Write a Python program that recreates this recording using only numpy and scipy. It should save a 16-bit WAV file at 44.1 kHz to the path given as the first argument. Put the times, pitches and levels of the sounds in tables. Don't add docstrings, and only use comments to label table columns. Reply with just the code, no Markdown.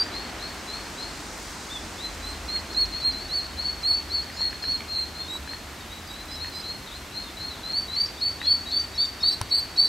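import sys
import numpy as np
from scipy import signal
from scipy.fft import rfft, irfft, next_fast_len
from scipy.io import wavfile
from scipy.ndimage import uniform_filter1d

SR = 44100
rng = np.random.default_rng(int(sys.argv[2]) if len(sys.argv) > 2 else 0)


def materialize(psi):
    bounded = np.clip(np.atleast_2d(psi).T, -1, 1)
    quanta = np.round(bounded * 32767).astype(np.int16)
    wavfile.write(sys.argv[1], SR, quanta)


def natural_amplitude(level_db):
    exponent = np.asarray(level_db, float) / 20
    return 10 ** exponent


N = 435701

# (start [s], length [s], opening pitch [Hz], reached pitch [Hz], level [dB])
LOUD_BIRD = [
    (-.06, .085, 4400, 4700, -19),
    (7.734, 0.071, 4170, 4530, -23.5),
    (7.965, .09, 4320, 4650, -22),
    (8.214, .097, 4260, 4520, -22),
    (8.474, 0.079, 4250, 4500, -19.5),
    (8.724, .084, 4390, 4570, -22),
]
LOUD_LATE = [
    (8.982, 0.071, 4360, 4600, -21),
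    (9.234, 0.079, 4310, 4575, -20.5),
    (9.514, 0.0835, 4360, 4560, -21.5),
    (9.779, 0.077, 4384, 4570, -17.5),
]
RIGHT_BIRD = [
    (3.294, .11, 3920, 4520, -25),
    (2.484, 0.11, 4080, 4330, -26.5),
    (2.748, 0.1, 4050, 4360, -19),
    (3.018, .094, 4020, 4280, -23),
    (3.834, .105, 4066, 4453, -20),
    (4.645, .124, 4040, 4380, -24.5),
    (4.934, 0.11, 4024, 4187, -28),
]
MIDDLE_BIRD = [
    (3.624, .07, 4400, 4450, -32),
    (3.64, .08, 4150, 4400, -30),
    (3.904, 0.057, 4380, 4480, -27.5),
    (4.1, .075, 4050, 4460, -28),
    (4.135, .085, 4100, 4330, -28),
    (4.365, .1, 4200, 4400, -31),
    (4.385, .115, 4060, 4320, -24.5),
    (6.624, .054, 3970, 4030, -35.5),
]
LEFT_BIRD = [(2.7, 0.044, 4190, 4350, -41.5), (3.4, .05, 4215, 4330, -35), (2.924, 0.091, 4110, 4390, -34),
             (3.174, 0.056, 4090, 4460, -36), (3.572, 0.047, 4030, 4400, -35),
             (4.625, .09, 4200, 4460, -35), (3.13, .04, 4100, 4130, -40), (4.884, 0.12, 4160, 4370, -35),
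             (5.154, 0.083, 4130, 4280, -37.5), (5.474, 0.081, 4110, 4320, -39.5),
             (6.154, 0.071, 3930, 4110, -46), (6.404, 0.086, 4190, 4325, -37.5),
             (6.644, 0.1, 4230, 4280, -40), (7.144, .075, 4185, 4290, -35), (7.404, 0.09, 4200, 4285, -37),
             (7.634, 0.11, 3950, 4325, -37), (7.884, 0.11, 3860, 4194, -36.5),
             (8.404, .096, 3760, 4330, -36.5), (8.664, 0.11, 3810, 4340, -36),
             (8.934, .114, 3720, 4200, -42), (9.204, 0.093, 3700, 3860, -39.5)]
REEDY_BIRD = [(9.504, .096, 3890, 4180, -31), (2.224, 0.1, 3950, 4140, -37.5),
              (5.284, 0.081, 3760, 3903, -33), (6.094, 0.051, 3800, 3900, -42),
              (6.284, .075, 3940, 4100, -43), (6.524, 0.078, 3970, 4110, -37),
              (8.979, 0.077, 3440, 3670, -38.5), (9.254, 0.091, 3960, 4140, -33),
              (9.764, .105, 3900, 4090, -33.5)]
SOFT_LEFT = [
    (6.364, .075, 3940, 3970, -43),
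    (7.124, 0.068, 3950, 4080, -42.5),
    (7.374, 0.048, 3920, 4020, -41),
    (8.714, 0.066, 3560, 3460, -44),
]
SOFT_RIGHT = [
    (4.324, .095, 4700, 5560, -48),
    (4.40, .1, 3600, 3980, -51),
    (4.344, 0.089, 6570, 7400, -52.5),
    (4.424, 0.078, 1933, 1900, -48),
    (4.624, 0.096, 4960, 5800, -54),
    (6.314, 0.042, 5000, 5140, -43.5),
    (6.534, .084, 4900, 5000, -43.5),
]
DROOPING = [
    (5.778, .065, 3880, 3600, -47.5),
    (5.204, 0.073, 3600, 3530, -48),
    (7.234, .075, 3780, 3350, -49),
    (8.44, .085, 3450, 3120, -44),
]
LEFT_EARLY = [
    (.122, 0.092, 3940, 4240, -39),
    (.398, 0.085, 3930, 4240, -38.5),
    (.678, .095, 3950, 4230, -40),
    (.975, 0.097, 3890, 4240, -41),
]
ARCHING = [
    (1.7, .082, 3400, 3630, -37),
    (7.495, .045, 3940, 3990, -41),
    (6.07, .045, 4770, 4800, -47),
]
SWOOPING = [
    (6.915, .085, 3500, 4190, -43),
    (8.174, .08, 3450, 3980, -40.5),
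    (5.9, 0.086, 3680, 3920, -42),
    (1.985, .095, 3420, 4090, -35.5),
]
PLUNGING = [
    (6.862, .04, 4000, 3300, -46.5),
    (7.535, .022, 3950, 3250, -46),
]
# (peeps, settings); pan_db left minus right [dB], second_db second harmonic [dB],
# top_at when the pitch arrives [share], bend curve of the climb [exponent], sag fall back [share],
# loud_at greatest effort [share], open_db and close_db effort at the ends [dB]
FLOCK = [ (LOUD_BIRD, dict(pan_db=0.04, second_db=-31.5, top_at=0.695, bend=1.78, sag=0.041, loud_at=0.4, open_db=-4, close_db=-6.5)),
         (LOUD_LATE, dict(pan_db=0.16, second_db=-33, top_at=0.543, bend=1.21, sag=.05, loud_at=0.069, open_db=-0.5, close_db=-5)),
         (LEFT_EARLY, dict(pan_db=3, second_db=-30, top_at=.5, bend=1.5, sag=-0.68, loud_at=0.54, open_db=-4.5, close_db=-4)),
         (SWOOPING, dict(pan_db=1.1, second_db=-24, top_at=.6, bend=1.6, sag=.08, loud_at=0.48, open_db=-8, close_db=-6)),
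         (PLUNGING, dict(pan_db=3, second_db=-35, top_at=.97, bend=1.1, sag=.01, loud_at=.1, open_db=-1.1, close_db=-6)),
         (ARCHING, dict(pan_db=-0.4, second_db=-35, top_at=0.39, bend=1.6, sag=1.3, loud_at=.5, open_db=-7, close_db=-4)),
         (RIGHT_BIRD, dict(pan_db=-1.3, second_db=-28, top_at=.55, bend=1.107, sag=0.63, loud_at=0.63, open_db=-12, close_db=-10.5)),
         (MIDDLE_BIRD, dict(pan_db=1.15, second_db=-30.5, top_at=.55, bend=1.4, sag=0.288, loud_at=.55, open_db=-12, close_db=-9)),
         (LEFT_BIRD, dict(pan_db=2.5, second_db=-31, top_at=.9, bend=1.5, sag=.02, loud_at=0.58, open_db=-2.5, close_db=-6.5)),
         (REEDY_BIRD, dict(pan_db=-2, second_db=-15.5, top_at=0.78, bend=1.6, sag=0.11, loud_at=0.56, open_db=-5, close_db=2)),
         (SOFT_LEFT, dict(pan_db=2, second_db=-32, top_at=1, bend=1.06, sag=.01, loud_at=.1, open_db=2, close_db=-6)),
         (SOFT_RIGHT, dict(pan_db=-4, second_db=-33, top_at=1, bend=1.4, sag=.01, loud_at=.4, open_db=0.5, close_db=-1)),
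         (DROOPING, dict(pan_db=-0.3, second_db=-33, top_at=.98, bend=.55, sag=.01, loud_at=0.44, open_db=-2, close_db=-5)),
         ]
# (time [s], pitch [Hz], level [dB])
SQUEAKS = [(7.955, 5600, -46), (8.065, 5460, -39), (8.96, 5400, -42), (9.215, 5300, -39.5),
           (9.325, 5400, -38), (8.8, 5900, -41), (5.815, 4520, -50), (3.46, 4500, -37), (3.122, 4540, -39),
           (2.6, 4480, -43), (8.21, 5000, -42), (2.33, 4180, -35.5), (6.36, 5300, -46), (4.225, 4600, -38)]
# (delay [s], level [dB])
WALL = [
    (.004, -24.5),
    (.013, -12),
    (.043, -15),
]
# (time [s], peak level [dB], chip ring [Hz])
STEPS = [(1.129, -35.5, 1140), (2.563, -24.5, 2060), (3.913, -27, 907), (4.301, -27.5, 1900),
         (4.407, -24.5, 940), (4.529, -24.5, 1720), (4.64, -22, 1730), (4.806, -23, 2310),
         (5.354, -25, 1010), (5.476, -24.5, 1700), (5.534, -24, 1860), (6.446, -22.5, 1860),
         (7.965, -26.5, 2170), (8.416, -18.5, 1910), (9.24, -24.5, 1270)]
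# (frequency [Hz], level [dB], T60 [s])
BODY = [
    (105, -21, 0.056),
    (1010, -18, 0.016),
    (5700, -17, 0.0044),
    (9500, -19, 0.0064),
]
# (time [s], roar [dB], low drone [dB], high drone [dB], leaf hiss [dB])
ROAD = [
    (0, -38.5, -45, -49, -54.5),
    (0.6, -40.5, -48, -49, -53.5),
    (1.5, -41.5, -47, -53.5, -51),
    (2.4, -41.5, -44.5, -44, -54),
    (3.4, -42.5, -46.5, -43.5, -56),
    (5.5, -44.5, -52, -48, -57.5),
    (9.88, -44, -60, -48, -57.5),
]
# (frequency [Hz], density [dB per Hz])
AIR = [(18, -45), (30, -10), (69, -1.5), (134, -8), (293, -6.5), (508, -13.5), (695, -11.5), (1980, -14),
       (3010, -17.5), (4240, -17.5), (5360, -21), (8160, -24.5), (10900, -32), (12100, -27.5), (15700, -40)]
# (frequency [Hz], side minus mid [dB])
WIDTH = [
    (40, -29),
    (250, -16),
    (700, -10.5),
    (2000, -9.5),
    (6000, -9),
    (10800, -5),
    (11800, -40),
]


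def ducklings(puff_s=.024, puff_db=-14):
    near, far = np.zeros((2, N)), np.zeros((2, N))
    shake, flutter = walk(150), walk(90)
    flutter = flutter - flutter.mean()
    air = band(rng.standard_normal(N), 4300, 5850)
    puff = np.hanning(int(puff_s * SR))
    for peeps, voice in FLOCK:
        pan_db, second_db, *shape = voice.values()
        send_db = np.clip(3 * pan_db, -3, 12)
        for note in peeps:
            begin, call = peep(note, pan_db, second_db, shape, shake, flutter)
            add(near, call, begin, pan_db)
            add(far, call * natural_amplitude(send_db), begin, pan_db)
            start, length, _, _, peak_db = note
            for edge in (start - puff_s, start + length):
                i = int(max(edge, 0) * SR)
                breath = air[i:i + len(puff)] * puff[:N - i]
                add(near, breath * natural_amplitude(peak_db + puff_db), i / SR, pan_db)
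    return near, far


def peep(note, pan_db, second_db, shape, shake, flutter, edge_s=.009, slur_s=.009, flick_hz=700,
         third_db=-8, shake_hz=25, shake_db=2.6):
    start, length, from_hz, to_hz, peak_db = note
    end = start + length
    t = np.arange(max(start - edge_s, 0), end + edge_s, 1 / SR)
    i = np.minimum((t * SR).astype(int), N - 1)
    hz, db = manner(np.clip((t - start) / length, 0, 1), from_hz, to_hz, peak_db, *shape)
    beyond = np.clip(np.maximum(start - t, t - end) / edge_s, 0, 1)
    direction = np.where((t > end) & (to_hz < from_hz), -1, 1)
    flick = flick_hz * direction * beyond ** 2
    pitch = uniform_filter1d(hz, int(slur_s * SR)) + flick + (shake_hz + 3 * abs(pan_db)) * shake[i]
    phase = 2 * np.pi * np.cumsum(pitch) / SR
    bright = natural_amplitude(second_db - 8 * np.clip((end - t) / length - .4, 0, 1))
    overtones = np.sin(2 * phase) + natural_amplitude(third_db) * np.sin(3 * phase)
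    tone = np.sin(phase) + bright * overtones
    tremor_db = (shake_db + .25 * abs(pan_db)) * flutter[i]
    edge_db = np.where(t < start, 16, 8) * beyond
    effort = natural_amplitude(db + tremor_db - edge_db)
    return t[0], np.sqrt(2) * tone * effort * np.sqrt(1 - beyond)


def manner(share, from_hz, to_hz, db, top_at, bend, sag, loud_at, open_db, close_db):
    def before(at):
        return np.clip(1 - share / at, 0, 1)

    def after(at):
        return np.clip((share - at) / (1 - min(at, .99)), 0, 1)

    short_of_goal = before(top_at) ** bend + sag * after(top_at) ** 1.49
    hz = to_hz - (to_hz - from_hz) * short_of_goal
    return hz, db + open_db * before(loud_at) ** 1.76 + close_db * after(loud_at) ** 1.95


def squeaks(length_s=.03, width_hz=260):
    out, shape = np.zeros((2, N)), np.hanning(int(length_s * SR))
    for s, hz, db in SQUEAKS:
        air = band(rng.standard_normal(4096), hz - width_hz / 2, hz + width_hz / 2)
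        air = air[-len(shape):]
        add(out, air / np.std(air) * shape * natural_amplitude(db), s - length_s / 2, 1.2)
    return out


def yard(sent, t60_s=.55, tail_db=-11):
    t = np.arange(int(t60_s * SR)) / SR
    decay = natural_amplitude(-60 * t / t60_s) * np.minimum(t / .0062, 1)
    shared, left, right = rng.standard_normal((3, len(t))) * decay
    wet = []
    for channel, own in zip(sent, (left, right)):
        echo = shared + .41 * own
        echo = echo * natural_amplitude(tail_db) / np.sqrt(np.sum(echo ** 2))
        for delay, db in WALL:
            echo[int(delay * SR)] += natural_amplitude(db)
        wet.append(signal.fftconvolve(channel, echo)[:N])
    return np.array(wet)


def mulch():
    out = np.zeros((2, N))
    for s, db, hz in STEPS:
        pan_db = 2 * rng.standard_normal()
        chip = ring(hz, db - 2, .014) + ring(1.37 * hz, db - 11.5, .014)
        add(out, chip, s, pan_db)
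        add(out, band(crack(db - 19, .008), 600, 9000), s, pan_db)
    hits = rng.random((2, N)) < 60 / SR
    crumbs = hits * rng.standard_normal((2, N)) * natural_amplitude(3.5 * walk(2.9) - 34)
    return out + band(crumbs + .26 * crumbs[::-1], 1500, 16000)


def tap(tap_s=9.4135):
    out = np.zeros((2, N))
    for hz, db, t60 in BODY:
        lag_s = .001 if hz > 2000 else -.0005
        add(out, ring(hz, db, t60), tap_s + lag_s, 3)
    add(out, band(crack(-16, .017), 300, 3100), tap_s + .00113, -2.5)
    return out


def road():
    s, *columns = np.transpose(ROAD)
    roar_db, low_db, high_db, leaf_db = (np.interp(np.arange(N) / SR, s, c) for c in columns)
    hz, db = np.transpose(AIR)
    width_hz, width_db = np.transpose(WIDTH)
    side_db = db + np.interp(np.log(hz), np.log(width_hz), width_db)
    side = shaped(np.transpose([hz, side_db]))
    air = shaped(AIR) + np.array([[1], [-1]]) * side
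    air = air * natural_amplitude(-40) / np.std(air)
    roar = band(air, 150, 5700) * (natural_amplitude(roar_db - roar_db.min() + .13 * walk(2.22)) - 1)
    leaves = band(air, 3850, 10500) * (natural_amplitude(leaf_db - leaf_db.min() + .23 * walk(3.02)) - 1)
    low = drone(52) * natural_amplitude(low_db + 4.5 * walk(12))
    high = drone(76) * natural_amplitude(high_db + 3.8 * walk(10))
    return air + roar + leaves + low + high


def drone(hz):
    return np.sin(2 * np.pi * np.cumsum(hz + 7 * walk(12)) / SR)


def shaped(points):
    size = next_fast_len(N)
    hz, db = np.transpose(points)
    bins_hz = np.arange(size // 2 + 1) * SR / size
    gain = natural_amplitude(np.interp(np.log(bins_hz + 1), np.log(hz), db))
    return irfft(rfft(rng.standard_normal(size)) * gain, size)[:N]


def walk(rate):
    k = int(SR / rate)
    held = np.repeat(rng.standard_normal(N // k + 1), k)
    return uniform_filter1d(uniform_filter1d(held, k), k)[:N]


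def ring(hz, db, t60):
    t = np.arange(int(t60 * SR)) / SR
    return natural_amplitude(db - 60 * t / t60) * np.sin(2 * np.pi * hz * t)


def crack(db, t60):
    t = np.arange(int(t60 * SR)) / SR
    return natural_amplitude(db - 60 * t / t60) * rng.standard_normal(len(t))


def band(x, low_hz, high_hz):
    return signal.sosfilt(signal.butter(2, [low_hz, high_hz], "band", fs=SR, output="sos"), x)


def add(out, sound, s, pan_db):
    i = int(s * SR)
    sound = sound[:N - i]
    out[:, i:i + len(sound)] += sound * natural_amplitude(np.array([[pan_db], [-pan_db]]) / 2)


def hollowed(x, margin_db=32, slope_db=7.5):
    hz, _, z = signal.stft(x, SR, nperseg=1024)
    power = np.mean(abs(z) ** 2, axis=0)
    whistle = power[(hz > 3500) & (hz < 4700)].max(axis=0)
    hz = hz[:, None]
    limit = whistle * natural_amplitude(-2 * (margin_db + slope_db * (hz - 4700) / 1000))
    quiet = uniform_filter1d(power, size=10, axis=0) < limit
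    drop = quiet & (hz > 4750) & (hz < 6800)
    return signal.istft(z * ~drop, SR, nperseg=1024)[1][:, :N]


def scene():
    near, far = ducklings()
    feet = mulch() + squeaks()
    return near + feet + yard(far + feet) + tap() + road()


def band_limit(x):
    return signal.sosfilt(signal.butter(12, 16510, fs=SR, output="sos"), x)


def record(dry, top_hz=15720, stereo_top_hz=11700):
    cut = signal.sosfilt(signal.ellip(10, .2, 70, top_hz, fs=SR, output="sos"), hollowed(dry))
    narrow = signal.butter(6, stereo_top_hz, fs=SR, output="sos")
    side = signal.sosfiltfilt(narrow, cut[0] - cut[1]) / 2
    return band_limit(cut.mean(axis=0) + np.array([side, -side]))


dry = scene()
out = record(dry)
materialize(out)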